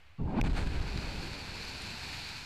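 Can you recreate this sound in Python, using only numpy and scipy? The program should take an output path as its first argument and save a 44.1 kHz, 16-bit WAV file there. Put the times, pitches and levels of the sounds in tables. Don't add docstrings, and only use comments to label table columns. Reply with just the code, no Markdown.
import sys
import numpy as np
from scipy import signal
from scipy.fft import rfft, irfft, next_fast_len
from scipy.io import wavfile
from scipy.ndimage import uniform_filter1d, minimum_filter1d, map_coordinates

SR = 44100
rng = np.random.default_rng(int(sys.argv[2]) if len(sys.argv) > 2 else 0)


def field_ratio(decibels):
    return 10 ** (np.asarray(decibels, dtype=float) / 20)


def put_to_file(sound):
    columns = np.atleast_2d(sound).T
    safe = np.clip(columns, -1, 1)
    whole_steps = np.round(safe * 32767)
    wavfile.write(sys.argv[1], SR, whole_steps.astype(np.int16))


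N = 108045
TIME_S = np.arange(N) / SR


def unit(x):
    return x / np.sqrt(np.mean(x ** 2) + 1e-20)


def along(points, hz):
    f, db = np.transpose(points)
    return np.interp(np.log(hz + 1), np.log(f + 1), db, left=db[0] - 20, right=-120)


def curves(rows):
    s, *columns = np.transpose(rows)
    return [np.interp(TIME_S, s, column) for column in columns]


def wobble(rate):
    knots = rng.standard_normal(int(N * rate / SR) + 4)
    return map_coordinates(knots, [np.arange(N) * rate / SR])


def filtered(x, response):
    m = next_fast_len(N + SR // 2)
    return irfft(rfft(x, m) * response(np.fft.rfftfreq(m, 1 / SR)), m)[:N]


def grains(count, hz, spread, cycles, size_db, size):
    u, g = rng.random((count, 2)), rng.standard_normal(count)
    t = np.arange(size) / SR
    f = np.clip(hz * np.exp(spread * g), 20, SR / 3)[:, None]
    peak = field_ratio(-size_db * np.log(u[:, 1:] + 0.0011))
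    rows = peak * np.sin(2 * np.pi * f * t) * np.exp(-t * f / cycles)
    at = (u[:, :1] * N).astype(int) + np.arange(size)
    return unit(np.bincount(at.ravel(), rows.ravel(), N + size)[:N])


def gritty(count, size_db, share):
    hits, u = np.zeros(N), rng.random((count, 3))
    peak = field_ratio(-size_db * np.log(u[:, 1] + 0.00033))
    hits[(u[:, 0] * N).astype(int)] = peak * np.sign(u[:, 2] - .5)
    share = np.clip(share, 0, 1)
    return np.sqrt(share) * unit(hits) + np.sqrt(1 - share) * rng.standard_normal(N)


# (frequency [Hz], width [Hz], lift [dB])
CAVITY_MODES = [(875, 286, 11), (1160, 320, -3), (1530, 400, 10), (2440, 390, 13), (3220, 290, -3.5),
                (4393, 644, 18.5), (7480, 1400, 6.5)]


def housing(f, share=1):
    lifts = [1 + (field_ratio(db * share) - 1) * 1j * f * w / (c * c - f * f + 1j * f * w)
             for c, w, db in CAVITY_MODES]
    return np.prod(lifts, axis=0)


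# (start [s], length [s], signed peak pressure [full scale])
PRESSURE_SURGES = [(.2215, .0105, .055), (.232, .009, -.055), (.241, .004, .04), (.2565, .0045, .06),
                   (.261, .006, -.04), (.4025, .006, .075), (.407, .0088, .05), (.41442, .0136, -.7),
                   (.428, .0102, .6), (.4385, .004, .04), (.4422, .0062, -.1), (.4508, .0028, -.06),
                   (.4548, .0047, -.11), (.461, .003, -.05), (.4655, .003, -.045), (.4705, .003, .06),
                   (0.474, 0.008, .06), (0.478, .014, -0.04), (0.491, 0.0061, 0.05), (.509, 0.013, -.07),
                   (0.5205, .0115, 0.095), (.533, 0.011, -0.05), (0.547, 0.0097, 0.06), (0.582, 0.012, .04),
                   (0.633, 0.018, 0.04), (0.666, 0.0063, .05), (0.672, 0.011, -0.048), (.681, .011, 0.01),
                   (.692, 0.0072, -0.02), (0.741, 0.023, 0.03), (0.776, 0.013, 0.06), (0.758, .007, -0.03),
                   (0.804, 0.0086, 0.06), (.82, 0.0097, -.035), (.965, 0.0078, -0.021),
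                   (0.976, 0.025, -0.014)]
# (frequency [Hz], level [dB])
CRACK_SPECTRUM = [(800, -21), (2000, 16.5), (3500, -6), (5500, -5), (8000, -29), (12000, -6.5),
                  (15500, -17)]


def air_blast():
    push = sum(p * np.sin(np.pi * np.clip((TIME_S - s) / d, 0, 1)) for s, d, p in PRESSURE_SURGES)
    push = filtered(push, lambda f: 1 / (1 + 1j * f / 500))

    start_s, length_s, level_db = .41308, .0022, -24
    final_hz, extra_hz, drop_s = 2314, 2620, 0.00033
    age = np.clip(TIME_S - start_s, 0, length_s)
    spit = unit(filtered(rng.standard_normal(N), lambda f: field_ratio(along(CRACK_SPECTRUM, f))))
    turns = final_hz * age + extra_hz * drop_s * (1 - np.exp(-age / drop_s))
    ring = -np.sin(2 * np.pi * turns) + 0.2 * np.sin(2 * np.pi * 2.25 * turns)
    swell = np.abs(np.sin(np.pi * age / length_s)) ** .4 * (age < length_s)
    return push + field_ratio(level_db) * swell * (ring + 0.35 * spit)


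# (time [s], level [dB], brightness [0-1])
GROUND_LEVEL = [(.18, -67, 0), (.19, -37.5, 0), (.21, -37, 0.4), (.26, -29.5, 0.21), (.31, -38, 0.44),
                (.36, -33, 0.68), (.39, -32, 1), (.405, -38, 0.7), (.52, -41, 0.3)]


def ground_shock():
    level_db, bright = curves(GROUND_LEVEL)
    bright = np.clip(bright, 0, 1)
    low = grains(count=700, hz=154, spread=0.404, cycles=3.6, size_db=1.5, size=1800)
    risen = grains(count=900, hz=248.3, spread=0.207, cycles=2.3, size_db=2.5, size=1500)
    high = grains(count=3000, hz=744, spread=0.32, cycles=3.3, size_db=2.5, size=700)
    mix = (1 - bright) ** 2 * low + np.sqrt(bright) * risen + field_ratio(-5.5) * bright * high
    fade_db = 210 * np.maximum(TIME_S - GROUND_LEVEL[-1][0], 0)
    gain = field_ratio(level_db - fade_db) * (TIME_S > GROUND_LEVEL[0][0])
    return filtered(gain * mix, lambda f: housing(f, share=1.0) / (1 + 1j * f / 1100) ** 3)


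# (time [s], peak [dB], frequency [Hz], 60 dB decay time [s])
SLAB_THUMPS = [(.368, -23, 231, 0.094), (.262, -35, 190, 0.11), (.327, -36, 780, .06),
               (0.27, -42, 900, .06), (0.42, -33, 780, 0.057), (.38, -44, 1550, .05),
               (.377, -47, 2380, .06), (.388, -47, 2300, .04), (.372, -44, 1080, .06),
               (0.18, -52, 1100, 0.064), (0.19, -50, 780, .04), (.29, -46, 870, 0.054),
               (.28, -57, 1600, .1), (0.25, -53.5, 1200, 0.054), (.09, -53, 80, 0.092), (.03, -63, 70, .12),
               (1.83, -47, 190, 0.12)]


def thumps():
    out = np.zeros(N)
    rise_s = 0.0059
    for s, db, hz, t60_s in SLAB_THUMPS:
        t = np.maximum(TIME_S - s, 0)
        ring = np.sin(2 * np.pi * hz * t + 0.94 * wobble(60))
        out += field_ratio(db - 60 * t / t60_s) * t / rise_s * ring
    return out


# (time [s], level [dB])
RUMBLE_LEVEL = [(0.17, -46), (0.19, -38), (0.23, -16.5), (0.34, -45), (0.41, -23.5), (0.55, -31.5),
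                (0.59, -30), (0.77, -30), (0.92, -40.5), (0.97, -35), (1.06, -43.5), (1.08, -38),
                (1.38, -44), (2.45, -49)]
# (frequency [Hz], density [dB/Hz])
RUMBLE_SPECTRUM = [(12, -21), (20, 1), (64, -4.5), (172, -12), (370, -21), (414, -21.5), (600, -34),
                   (780, -36.5), (1320, -120)]


def rumble():
    own_share_db = np.interp(TIME_S, [.17, .2, .8, .9], [-40, -6.5, -6.5, 0])
    level_db = curves(RUMBLE_LEVEL)[0] + 1 + own_share_db
    noise = gritty(count=400, size_db=1.5, share=0.31)
    roll = unit(filtered(noise, lambda f: field_ratio(along(RUMBLE_SPECTRUM, f))))
    deep = filtered(roll, lambda f: 1 / (1 + (f / 49) ** 4))
    deep_left = field_ratio(-11 * np.maximum(TIME_S - 1.1, 0))
    return field_ratio(level_db + 0.66 * wobble(12.36)) * (roll - deep + deep_left * deep)


# (time [s], level [dB])
SLIDE_LEVEL = [(0.36, -51), (0.38, -43), (0.49, -46.5), (2.12, -40.5), (2.45, -78)]
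# (frequency [Hz], density [dB/Hz])
SLIDE_SPECTRUM = [(150, -23), (250, 0.5), (730, -9.5), (1300, -12), (3200, -17.5), (5300, -31.5),
                  (8500, -34), (15500, -54)]
# (centre [s], half width [s], swell [dB], negative in a
BLOCK_BURSTS = [(0.39, 0.0038, 1.5), (.409, 0.0036, -4), (.54, .012, -2), (.88, .006, 2), (1.36, .008, 3),
                (1.2, .01, 2), (0.442, 0.0081, 6.5), (0.466, 0.013, 7), (0.489, 0.0064, -9),
                (.508, 0.0067, 0), (0.576, 0.017, 8.5), (.615, 0.032, 4.5), (.654, 0.0096, -7),
                (.674, .008, 4.5), (.69, 0.016, -5), (.755, 0.012, 4), (.825, .012, 1.5),
                (1.06, 0.046, 3.5)]
# (time [s], lift [dB])
SPRAY_LIFT = [(.3, 1), (.4, -15), (.45, 2), (.53, 4), (.6, 5.5), (.7, 4.5), (.8, -2.5), (1.2, -8)]


def rock_slide():
    fade_db = 10.5 * np.maximum(TIME_S - .7, 0)
    lead_db = 126 * np.maximum(.36 - TIME_S, 0)
    swell_db = sum(db * np.exp(-((TIME_S - s) / w) ** 2) for s, w, db in BLOCK_BURSTS)
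    level_db = curves(SLIDE_LEVEL)[0] - fade_db - lead_db + swell_db

    tone = lambda f: field_ratio(along(SLIDE_SPECTRUM, f)) * housing(f, share=0.51)
    grind = unit(filtered(gritty(count=3000, size_db=1.5, share=0.48), tone))
    spray = filtered(grind, lambda f: 1 / (1 + (4800 / (f + 1)) ** 4))
    mix = grind - spray + field_ratio(curves(SPRAY_LIFT)[0]) * spray
    return field_ratio(level_db + 0.46 * wobble(38.95)) * (TIME_S > .19) * mix


# (time [s], level [dB])
GRAVEL_LEVEL = [(.3, -75.5), (.5, -56.5), (.75, -51.5), (1.0, -47), (1.5, -45), (2.1, -42.5), (2.45, -45)]
# (frequency [Hz], level [dB])
GRAVEL_SPECTRUM = [(300, -20), (550, -6.5), (1200, -12), (3300, -11), (5500, -15.5), (8500, -21),
                   (12500, -21.5), (15500, -41)]


def gravel():
    tone = lambda f: field_ratio(along(GRAVEL_SPECTRUM, f)) * housing(f)
    rain = unit(filtered(gritty(count=5000, size_db=1.5, share=0.32), tone))
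    sway_db = .3 * wobble(8) + .6 * wobble(45)
    heavy = filtered(rain, lambda f: 1 / (1 + (f / 675) ** 8))
    heavy_left = field_ratio(-6 * np.maximum(TIME_S - 1.2, 0))
    return field_ratio(curves(GRAVEL_LEVEL)[0] + sway_db) * (rain - heavy + heavy_left * heavy)


# (time [s], peak [dB], ring frequency [Hz])
STONE_HITS = [(0.8792, -37, 2400), (1.36, -39, 4400), (2.1994, -40, 4400), (0.9233, -37.5, 2480),
              (0.8584, -43, 4420), (0.9748, -29, 4600), (.976, -36, 2600), (.363, -54, 4400),
              (1.704, -39, 4080), (1.949, -39, 4270), (.8125, -45, 2410), (1.1102, -39, 4500),
              (1.2286, -38, 4080), (1.3264, -42, 2290), (1.4105, -42, 4670), (1.5483, -38, 2600),
              (1.629, -34, 2570), (2.0288, -40, 4400)]
FLAKE_TIMES = [1.818, 1.829, 2.199]
FLAKE_LEVELS = [-40.5, -60, -49]


def stones():
    out, t = np.zeros(N + SR), np.arange(SR // 20) / SR
    size = len(t)
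    tone = lambda f: field_ratio(along(GRAVEL_SPECTRUM, f)) * housing(f, share=0.88) / (1 + (f / 9000) ** 4)
    grit = unit(filtered(rng.standard_normal(N), tone))
    stone_t60_s, flake_t60_s, flake_hz = 0.0093, 0.016, 8900
    for s, db, hz in STONE_HITS:
        at = round(s * SR)
        body = np.sin(2 * np.pi * hz * t) + 0.94 * grit[at:][:size]
        ring = field_ratio(-60 * t / stone_t60_s) * body
        out[at:][:size] += field_ratio(db - 2) * (1 - np.exp(-t / 0.00035)) * ring
    for s, db in zip(FLAKE_TIMES, FLAKE_LEVELS):
        smooth = np.convolve(rng.standard_normal(size), np.hanning(24), "same")
        scrape = unit(smooth * np.sin(2 * np.pi * flake_hz * t))
        out[round(s * SR):][:size] += field_ratio(db - 60 * t / flake_t60_s) * (1 - np.exp(-t / .001)) * scrape
    return out[:N]


# (frequency [Hz], density [dB/Hz])
AIR_SPECTRUM = [(14, -30), (45, -0.5), (110, -9.5), (290, -21), (2680, -15.5), (5380, -33.5),
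                (12400, -46.5), (15500, -42)]


def still_air():
    floor = unit(filtered(rng.standard_normal(N), lambda f: field_ratio(along(AIR_SPECTRUM, f))))
    return field_ratio(-63 + 1.7 * wobble(10.65)) * floor


# (time [s], level [dB])
BASS_DIPS = [(.21, 0), (.22, -7), (.265, -7), (.275, 0), (.398, 0), (.404, -14), (.47, -14), (.485, 0)]


def scene():
    dip = field_ratio(curves(BASS_DIPS)[0])
    lowered = dip * (ground_shock() + thumps() + rumble())
    return (air_blast() + lowered + rock_slide() + gravel() + stones() + still_air())[None]


def low_pass(x):
    return signal.sosfilt(signal.butter(12, 16400, fs=SR, output="sos"), x)


def record(dry):
    free_top, pinned_top, overload, knee = .1, .046, .11, 5
    load = np.abs(uniform_filter1d(dry[0], size=60))
    load = -minimum_filter1d(-load, size=81, origin=40)
    top = free_top - (free_top - pinned_top) * np.clip(load / overload, 0, 1) ** 3
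    x = dry[0] / (1 + np.abs(dry[0] / top) ** knee) ** (1 / knee)
    x = np.concatenate([x, x[::-1][:2048] * np.hanning(4096)[2048:]])
    x = filtered(x, lambda f: np.clip((15480 + 150 - f) / 150, .003, 1))
    bias = .003 * np.clip(load / overload, .5, 2)
    return low_pass(x[None] + bias)


dry = scene()
out = record(dry)
put_to_file(out)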